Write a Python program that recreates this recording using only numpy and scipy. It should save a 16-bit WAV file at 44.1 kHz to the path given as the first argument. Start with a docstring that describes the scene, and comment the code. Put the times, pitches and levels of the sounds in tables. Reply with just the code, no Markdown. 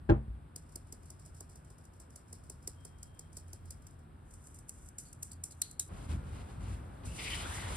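"""A dull thump on the table, then a wire sieve full of flour is shaken against a hand over a mixing bowl.
Each tap rattles the mesh and sends flour hissing through; fingers then rub the last lumps in the empty sieve.
A spatula then cuts through batter and scrapes round the bowl. A quiet kitchen hums behind.
Mesh, flour, batter and scrapes are shaped noise or clicks; the table and the sieve's frame are ringing modes."""
import sys
import numpy as np
from scipy import signal
from scipy.fft import rfft, irfft, next_fast_len
from scipy.io import wavfile

SR = 44100
rng = np.random.default_rng(int(sys.argv[2]) if len(sys.argv) > 2 else 0)


def generate_wav(sig):
    """Save sig (samples, or channels by samples) to the path in sys.argv[1] as 16-bit PCM at SR."""
    pcm = np.round(np.clip(np.atleast_2d(sig).T, -1, 1) * 32767).astype(np.int16)
    wavfile.write(sys.argv[1], SR, pcm)


N = 342392
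T = np.arange(N) / SR
PADDED = next_fast_len(N, real=True)
HZ = np.maximum(np.arange(PADDED // 2 + 1) * SR / PADDED, 1)
EMPTIED_S = 4.15   # the sieve is nearly empty from here
SPATULA_S = 5.89   # the sieve stops and the spatula part begins


def amp(db):
    """dB to gain."""
    return 10 ** (np.asarray(db) / 20)


def levels(rows):
    """Columns of a curve table over time; -200 outside its span, which is silence for a level."""
    s, *columns = np.transpose(rows)
    return [np.interp(T, s, column, left=-200, right=-200) for column in columns]


def at_hz(points):
    """A frequency table read at every frequency, straight lines over log frequency."""
    hz, value = np.transpose(points)
    return np.interp(np.log(HZ), np.log(hz), value)


def grains(spectrum, per_s=None, spread_db=0.0):
    """Two draws of coloured noise, or of uneven clicks at shared moments, about per_s a second; rms 1."""
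    x = rng.standard_normal((2, N))
    if per_s:
        struck = rng.random(N) < per_s / SR
        unevenness = amp(spread_db * np.minimum(rng.exponential(1, N), 4))
        x = x * struck * unevenness
    x = irfft(rfft(x, PADDED) * amp(at_hz(spectrum)), PADDED)[:, :N]
    return x / x.std()


def flicker(rate_hz, depth_db):
    """A smoothly wandering random gain."""
    r = np.exp(-2 * np.pi * rate_hz / SR)
    # one extra second lets the smoother settle
    slow = signal.lfilter([1], [1, -2 * r, r * r], rng.standard_normal(N + SR))[SR:]
    return amp(depth_db * slow / slow.std())


def add(track, s, db, rise_s, t60, hold_s=0.0):
    """Add an envelope that swells for rise_s, may hold, and then dies away."""
    t = T[:SR // 2]
    i = round(s * SR)
    swell = np.minimum(t / rise_s, 1) ** 2
    decay = amp(-60 * np.maximum(t - rise_s - hold_s, 0) / t60)
    track[i:i + len(t)] += amp(db) * swell * decay


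def swells(rows, rise_db_per_s, fall_db_per_s):
    """Strokes that swell, hold and fade at steady rates in dB."""
    total = 0
    for start, end, db in rows:
        before = rise_db_per_s * (start - T)
        after = fall_db_per_s * (T - end)
        total = total + amp(db - np.maximum(np.maximum(before, after), 0))
    return total


def click(s, db):
    """One impulse."""
    return amp(db) * (np.arange(N) == round(s * SR))


def ring(clicks, hz, t60):
    """A damped resonance: a unit click sets a sine of height 1 ringing."""
    r, w = amp(-60 / (t60 * SR)), 2 * np.pi * hz / SR
    # the tiny offset keeps the filter's numbers from shrinking towards zero
    return signal.lfilter([0, np.sin(w)], [1, -2 * r * np.cos(w), r * r], clicks + 1e-18)


# colour of the low rumble: f/Hz, level/dB per Hz
RUMBLE = [(12, -32), (20, -23), (35, -7), (86, -3.5), (113, -10), (160, -8), (184, -21), (214, -16.5),
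          (242, -17.5), (400, -26.5), (520, -67), (880, -120)]
# slow swell of the rumble: t/s, level/dB
RUMBLE_SWELL = [(0, -50.5), (0.7, -55), (2.1, -56), (2.6, -54.5), (4.3, -54.5), (5.0, -56), (5.35, -54),
                (5.89, -56), (7.76, -53)]
# colour of the narrow hum: f/Hz, level/dB per Hz
HUM = [(70, -66), (81, -10.5), (86, 10.5), (91, -1), (105, -59.5)]
# wavering of the hum: t/s, level/dB
HUM_SWELL = [(0, -55), (0.68, -69), (1.27, -57), (1.86, -79), (2.39, -54), (2.99, -57.5), (3.35, -52),
             (3.75, -48.5), (3.98, -58.5), (5.1, -68), (5.35, -53), (5.6, -68), (5.89, -58)]
# colour of the faint air noise: f/Hz, level/dB per Hz
AIR = [(150, 1), (350, -2.5), (700, -3), (1500, -6.5), (2000, -16), (3500, -21), (6500, -36), (8300, -22.5),
       (10000, -27), (12300, -22.5), (13300, -44), (14000, -90)]
# a faint wavering whistle far off: t/s, level/dB
WHISTLE = [(2.7, -100), (2.79, -77), (3.0, -83), (3.14, -78.5), (3.27, -82), (3.29, -86), (3.9, -91),
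           (4.05, -110)]
AIR_DB, SPATULA_AIR_DB = -63.5, -57.5   # the air noise steps up when the spatula part begins


def kitchen():
    """Noise bands make rumble, wavering hum and air that steps up at SPATULA_S; a sine whistles far off."""
    rumble = amp(levels(RUMBLE_SWELL)[0]) * grains(RUMBLE)
    hum = amp(levels(HUM_SWELL)[0]) * grains(HUM)
    air = amp(np.where(T < SPATULA_S, AIR_DB, SPATULA_AIR_DB)) * grains(AIR)
    pitch_hz = 3197 * flicker(40, .035)
    whistle = np.sqrt(2) * np.sin(np.cumsum(2 * np.pi * pitch_hz / SR)) * flicker(30, 2)
    return rumble + hum + air + amp(levels(WHISTLE)[0]) * whistle


# contacts on the table: t/s, level/dB, low-pass brightness f/Hz
THUMPS = [(0.0922, -23, 2950), (0.097, -14.5, 1500), (0.104, -16.5, 1200), (0.116, -20, 900)]
# modes of the table: f/Hz, level/dB, t60/s
TABLE = [(58.6, -9, 0.42), (85.3, -5.5, 0.17), (102.6, -5.5, 0.14), (130.6, -9, 0.37), (216, -16, 0.39),
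         (287, -16, .1), (336, 1.5, 0.086), (499, -24, 0.26), (603, -13.5, 0.11), (804.4, -12, 0.27),
         (960, -18, 0.13), (1250, -31, 0.13), (1397, -26, 0.13), (1612, -14.5, 0.067)]
# a softer, deeper thud that follows: t/s, level/dB, f/Hz, t60/s
AFTER_THUD = [(0.283, -33, 60.6, 0.45), (0.281, -29, 94, 0.067)]
# colour of the thump's echo: f/Hz, level/dB per Hz
THUMP_TAIL = [(40, -24), (100, -20), (300, -5.5), (1000, -18.5), (2000, -30.5), (3300, -46), (4200, -53),
              (6000, -78)]
# colour of the first touch: f/Hz, level/dB per Hz
CRACK = [(500, -13), (1600, 1.5), (2200, -3), (3500, -6.5), (5500, -18), (7000, -24.5), (10000, -31.5),
         (12000, -60)]


def thump():
    """Soft contacts ring the table's modes; the kitchen returns a short dull echo."""
    push = 0
    for s, db, hz in THUMPS:
        push = push - signal.sosfilt(signal.butter(2, hz, fs=SR, output="sos"), click(s, db))
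    out = np.zeros((2, N))
    for k, (hz, db, t60) in enumerate(TABLE):
        # neighbouring modes radiate a little to opposite sides
        out += amp(db) * ring(push, hz, t60) * [[1], [(-1) ** k / 4]]
    for s, db, hz, t60 in AFTER_THUD:
        out[0] -= ring(click(s, db), hz, t60)
    echo, crack = np.zeros((2, N))
    add(echo, THUMPS[0][0], -27.5, rise_s=.008, t60=.22)
    add(crack, THUMPS[0][0], -40, rise_s=.005, t60=.06)
    return out + echo * grains(THUMP_TAIL) + crack * grains(CRACK)


# colour of the bowl being pushed: f/Hz, level/dB per Hz
SHOVE = [(20, -52), (45, 2.5), (85, 3), (150, -8.5), (260, -14.5), (400, -36), (900, -100)]
# push on the bowl: t/s, level/dB
SHOVING = [(5.9, -60), (5.916, -42.5), (6.056, -47), (6.108, -37), (6.264, -43), (6.45, -44.5), (6.62, -41),
           (6.8, -46.5), (7.0, -41.5), (7.034, -45.5), (7.07, -38.5), (7.2, -47.5), (7.5, -42),
           (7.76, -43.5)]
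# colour of squelching batter: f/Hz, level/dB per Hz
BATTER = [(150, -4.5), (300, 4), (700, 0), (1400, -3.5), (2500, -21), (4500, -44), (7000, -53),
          (13500, -90)]
# colour of dry flour being stirred: f/Hz, level/dB per Hz
DRY = [(2500, -9), (4500, -7.5), (7500, -1), (11500, -4), (13000, -13), (13800, -26), (15000, -80)]
# colour of the blade on the bowl wall: f/Hz, level/dB per Hz
SCRAPE = [(1200, -18), (1750, -19.5), (1950, -3.5), (2600, -4.5), (3400, -6.5), (3900, -9), (5000, -12.5),
          (8000, -27), (12000, -90)]
# cuts through the batter: start t/s, end t/s, dry flour hiss level/dB
CUTS = [(5.93, 6.06, -69.5), (6.102, 6.13, -58.5), (6.27, 6.29, -73), (6.33, 6.42, -67.5),
        (6.49, 6.52, -71.5), (6.61, 6.67, -70), (6.68, 6.74, -67)]
# last sweep round the wall: t/s, batter squelch level/dB, dry flour hiss level/dB, scrape level/dB
SWEEP = [(7.034, -66, -86, -71), (7.056, -65, -50.5, -65), (7.098, -63, -61, -69), (7.172, -62, -51, -63),
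         (7.19, -54.5, -52.5, -46.5), (7.348, -58, -46.5, -45.5), (7.498, -57, -54, -57),
         (7.546, -61, -47, -58), (7.666, -57.5, -53.5, -56), (7.722, -46, -50, -53.5),
         (7.76, -60, -49.5, -59)]
# rough moving bands sung by the blade's edge, one list each: t/s, level/dB, f/Hz
EDGE = [
    [(7.06, -88, 2647), (7.08, -61.5, 2640), (7.17, -58, 2803), (7.2, -54, 2695), (7.27, -55, 3220),
     (7.33, -49, 2960), (7.41, -52, 3050), (7.46, -63, 3500), (7.52, -90, 3980)],
    [(7.175, -90, 2100), (7.19, -53, 2197), (7.27, -46, 2398), (7.33, -52, 2250), (7.38, -56, 1354),
     (7.48, -55, 1440), (7.55, -54, 1954), (7.63, -55.5, 2000), (7.76, -58, 2000)],
]
# colour of the blade pressed through wet batter: f/Hz, level/dB per Hz
RUB = [(400, -19), (750, 1.5), (1400, -1.5), (2300, -11.5), (3200, -7), (4500, -16), (7000, -50),
       (12000, -100)]
# the blade sinks back into batter: t/s, level/dB
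WET_RUB = [(7.19, -80), (7.3, -53), (7.41, -49), (7.76, -48.5)]
CUT_RISE_DB_PER_S, CUT_FALL_DB_PER_S = 900, 340   # the blade bites faster than it lets go
SQUELCH_DB, GRAZE_DB = 3, -0.5   # batter and blade scrape against the hiss of a cut
RESTING_BATTER_DB, RESTING_DRY_DB, RESTING_SCRAPE_DB = -59.5, -76.5, -77   # a floor under the strokes


def spatula():
    """The blade shoves the bowl, squelches in batter, stirs dry flour, scrapes the wall and sings at its edge."""
    cuts = swells(CUTS, CUT_RISE_DB_PER_S, CUT_FALL_DB_PER_S)
    batter, dry, scrape = amp(levels(SWEEP))
    batter = batter + amp(SQUELCH_DB) * cuts + amp(RESTING_BATTER_DB)
    dry = dry + cuts + amp(RESTING_DRY_DB)
    scrape = scrape + amp(GRAZE_DB) * cuts + amp(RESTING_SCRAPE_DB)

    # a narrow band of noise is carried along each moving pitch
    narrow = [(20, -5), (170, -7), (450, -21), (1000, -27), (8000, -90)]
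    in_phase, quadrature = grains(narrow), grains(narrow)
    edge = 0
    for db, hz in map(levels, EDGE):
        turn = np.cumsum(2 * np.pi * hz / SR)
        band = in_phase * np.cos(turn) + quadrature * np.sin(turn)
        edge = edge + amp(db) * flicker(27, 3.4) * band

    out = edge + amp(levels(SHOVING)[0]) * flicker(6.4, 2.0) * grains(SHOVE)
    out += batter * flicker(20, 0.43) * grains(BATTER, per_s=4000, spread_db=1.5)
    out += dry * flicker(28, 1.55) * grains(DRY)
    out += amp(levels(WET_RUB)[0]) * flicker(36, 0.74) * grains(RUB)
    out += scrape * flicker(34, 1.55) * grains(SCRAPE, per_s=9000, spread_db=-0.5)
    return out * (T >= SPATULA_S)


# modes of the sieve's metal frame: f/Hz, level/dB, t60/s
RIM = [(3840, -9, 0.012), (4060, 0, 0.022), (4060, -4, .012), (4100, 3, 0.036), (4240, 2, 0.039),
       (4290, 0.5, 0.033), (4380, -7, .015), (5600, -9, .015), (7700, -4, .03), (8300, -4, .03)]
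# the frame is caught, then buzzes on: t/s, level/dB, t60/s of the buzz, pitch factor that shifts with the grip
RIM_HITS = [(5.05, -95.5, .3, 1.09), (5.31, -88, 0.14, 1.11), (5.505, -88, .05, 1.13),
            (5.52, -91.5, .06, 1), (5.619, -63.5, 0.011, 0.99), (5.62, -80, 0.32, 1.01),
            (5.797, -70.5, 0.012, .98), (5.801, -85, 0.2, 0.94)]


def rim():
    """The wires buzz on for a moment and keep feeding the frame's modes, so the ring is rough."""
    out = np.zeros((2, N))
    for s, db, t60, pitch in RIM_HITS:
        buzz, i = np.zeros(SR // 2), round(s * SR)
        add(buzz, 0, db, rise_s=.002, t60=t60)
        buzz = buzz * rng.standard_normal((2, SR // 2))
        for hz, mode_db, ring_s in RIM:
            out[:, i:i + SR // 2] += amp(mode_db) * ring(buzz, pitch * hz, ring_s)
    return out


# colour of the mesh when full of flour: f/Hz, level/dB per Hz
MESH = [(2500, -23), (4300, -24), (4900, -3.5), (5350, -10), (5900, -2), (6900, -5), (7600, 1.5),
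        (8000, -1.5), (8500, -1), (9200, -2.5), (10200, -2.5), (11600, -1), (13000, -19), (15000, -13),
        (16500, -33)]
# colour of the nearly empty sieve: f/Hz, level/dB per Hz
BARE_MESH = [(1500, -28.5), (2400, -24.5), (3400, -29), (4200, -22), (4900, -15), (6000, -6.5),
             (7000, -4.5), (7700, 0), (8200, -3), (8900, -2), (10000, -6), (11500, -5.5), (13000, -17),
             (15000, -17), (16500, -40)]
# colour of flour running through the mesh: f/Hz, level/dB per Hz
FLOUR = [(3000, -28), (4400, -8), (4900, -6.5), (5400, 0), (6000, -7.5), (7000, -3), (8000, 2),
         (8700, -2.5), (10200, -3.5), (11700, -7), (13000, -9)]
# colour of the knock on the palm: f/Hz, level/dB per Hz
PALM = [(150, -1), (350, 8), (700, 3), (1300, -13), (2500, -23), (4000, -32)]
# taps against the hand: t/s, rattle level/dB, palm knock level/dB, flour hiss level/dB
TAPS = [(0.5611, -37.5, -54, -57), (0.758, -36.5, -50, -59), (0.9251, -40, -48.5, -61.5),
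        (1.1029, -45, -55, -63), (1.26, -53.5, -59, -79), (1.406, -42, -51, -67), (1.5567, -52.5, -59, -67),
        (1.702, -58, -57, -72), (1.852, -57, -64, -85), (2, -50.5, -59, -63), (2.159, -44.5, -58, -63.5),
        (2.3285, -42, -54, -59.5), (2.4988, -40.5, -50.5, -59.5), (2.6755, -32, -47.5, -53.5),
        (2.8505, -42.5, -51.5, -61), (3.03, -41.5, -60, -59.5), (3.1931, -41, -58, -62.5),
        (3.3697, -40, -56, -56), (3.5315, -42, -55, -62), (3.707, -40, -63, -56), (3.8682, -50, -75, -68),
        (4.338, -51, -70, -69), (4.4697, -51.5, -67, -81), (4.544, -53, -70, -63), (4.5875, -50, -71, -70),
        (4.6935, -36.5, -76, -71), (4.887, -49, -79, -89), (4.9849, -35.5, -72, -50.5),
        (5.129, -45.5, -71, -69), (5.225, -46, -67, -70), (5.23, -33.5, -70, -55), (5.317, -43, -73, -63),
        (5.3314, -49, -68, -91), (5.4389, -31.5, -58.5, -48.5), (5.5098, -47.5, -76, -63),
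        (5.5206, -49, -74, -78), (5.619, -21.5, -79, -51.5), (5.7119, -46, -70, -67),
        (5.797, -23, -54, -43)]
# back-swings between taps, where the flour slides across the mesh: t/s, rattle level/dB
SWINGS = [(0.6923, -63.5), (0.7214, -61), (0.87, -65), (0.9872, -74), (1.0311, -62), (1.0574, -61.5),
          (1.1953, -58), (1.252, -59), (1.3477, -57), (1.3653, -67), (1.496, -57.5), (1.647, -63),
          (1.783, -59), (1.84, -64), (1.935, -63), (2.104, -60), (2.281, -65.5), (2.438, -61),
          (2.6264, -61), (2.8075, -66), (2.9841, -63), (3.1477, -68), (3.329, -56), (3.481, -61.5),
          (3.6561, -60), (3.822, -63), (3.908, -63), (3.9903, -66), (4.309, -58.5), (4.44, -61),
          (4.685, -55), (4.861, -61), (5.0534, -65)]
# flour running through by itself: t/s, level/dB
TRICKLE = [(0.54, -88), (0.66, -79.5), (1.38, -78), (1.92, -86), (2.3, -80), (2.77, -78), (3.12, -83),
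           (3.75, -79), (4.0, -101), (4.3, -88), (5.8, -85), (5.89, -63)]
# lumps rubbed on the mesh: start t/s, end t/s, level/dB
FINGER_RUBS = [(4.29, 4.345, -71.5), (4.42, 4.56, -70), (4.73, 4.87, -65), (5.04, 5.09, -64),
               (5.25, 5.29, -65), (5.46, 5.5, -75), (5.63, 5.7, -61.5)]
RATTLE_RISE_S, RATTLE_T60_S = 0.0065, 0.022   # for soft jolts, up to SOFT_DB
SOFT_DB, SHORTER_PER_DB = -57.5, 0.0089       # harder jolts are shorter by this share per dB
FULL_HISS_T60_S, EMPTY_HISS_T60_S = 0.16, 0.13
HISS_RISE_S, TAP_HOLD_S, SWING_HOLD_S = 0.0054, 0.016, 0.033
SWING_HISS_DB = -12   # against the rattle
RUB_EDGE_DB_PER_S = 313   # how fast finger rubs swell and fade


def sieve():
    """A jolt briefly rattles the wires; a tap also knocks on the palm, and flour is left hissing through."""
    rattle, hiss, knock = np.zeros((3, N))
    for s, db, palm_db, hiss_db in TAPS:
        hiss_t60 = FULL_HISS_T60_S if s < EMPTIED_S else EMPTY_HISS_T60_S
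        add(hiss, s - .005, hiss_db, HISS_RISE_S, hiss_t60, TAP_HOLD_S)
        add(knock, s, palm_db, rise_s=.003, t60=.06)
    for s, db in SWINGS:
        add(hiss, s - .007, db + SWING_HISS_DB, HISS_RISE_S, FULL_HISS_T60_S, SWING_HOLD_S)
    for s, db, *_ in TAPS + SWINGS:
        length = 1 - SHORTER_PER_DB * max(db - SOFT_DB, 0)
        add(rattle, s - .004, db, RATTLE_RISE_S * length, RATTLE_T60_S * length)

    full = T < EMPTIED_S
    wires = np.where(full, grains(MESH), grains(BARE_MESH))
    full_flour = grains(FLOUR, per_s=9000, spread_db=1.5)
    last_flour = grains(BARE_MESH, per_s=9000, spread_db=1.5)
    flour = np.where(full, full_flour, last_flour)
    # the flour hiss is low-passed at 13.6 kHz
    flour = signal.sosfilt(signal.butter(8, 13600, fs=SR, output="sos"), flour)
    rubs = swells(FINGER_RUBS, RUB_EDGE_DB_PER_S, RUB_EDGE_DB_PER_S)
    flow = hiss + amp(levels(TRICKLE)[0]) + rubs
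    flow = flow * flicker(60, 0.78) * flicker(6.0, 1.0)
    return (rattle * wires + flow * flour + knock * grains(PALM) + rim()) * (T < SPATULA_S)


# left-right likeness of the two microphone ports: f/Hz, likeness from 0 to 1
LIKENESS = [(60, 1), (250, 0.81), (550, 0.27), (1500, 0.075), (2100, 0.79), (3500, 0.29), (5300, 0.58),
            (6200, 0.78), (7500, 0.96), (9100, 0.99), (10500, 0.54), (12000, 0.88), (12700, 0.97),
            (13700, 1), (14500, .75)]
# level tilt between the ports: f/Hz, left minus right level/dB
LOUDER_LEFT = [(60, 1.0), (300, -.5), (700, 1.5), (2400, 0.8), (4400, 4), (8000, -1), (12000, 0)]


def ports(draws, lead_table):
    """Two draws give what the ports share and what differs; left is then shifted against right in phase and level."""
    shared, own = rfft(draws, PADDED)
    alike = np.clip(at_hz(LIKENESS), 0, 1)
    shared = shared * np.sqrt((1 + alike) / 2)
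    own = own * np.sqrt((1 - alike) / 2)
    # half the shift goes to each port
    lead = np.exp(.5j * at_hz(lead_table)) * amp(at_hz(LOUDER_LEFT) / 2)
    return irfft(np.array([(shared + own) * lead, (shared - own) / lead]), PADDED)[:, :N]


# phase by which left leads right: f/Hz, lead/rad
LEAD = [(20, 0), (340, 0), (800, 3.1), (1250, 2.5), (1800, -.2), (2500, .3), (3500, 1.1), (4800, 0),
        (5700, -2.1), (6500, -3.2), (8500, -6.0), (9500, -6.3), (12300, -9.4), (13500, -9.45),
        (15300, -12.0), (17000, -12.5)]
# the same for the thump, which comes from another side: f/Hz, lead/rad
THUMP_LEAD = [(20, 0), (300, 0.63), (1030, 2.5), (1980, 9), (5000, 6), (7400, 0.5), (9500, 0.8),
              (16000, -4)]


def scene():
    """Everything reaches the same pair of ports, the thump from its own side."""
    return ports(kitchen() + spatula() + sieve(), LEAD) + ports(thump(), THUMP_LEAD)


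def record(dry):
    """The deepest bass rolls off and the top is cut."""
    dry = signal.sosfilt(signal.butter(4, 40, "high", fs=SR, output="sos"), dry)
    return signal.sosfilt(signal.cheby2(12, 70, 16800, fs=SR, output="sos"), dry)


dry = scene()
out = record(dry)
generate_wav(out)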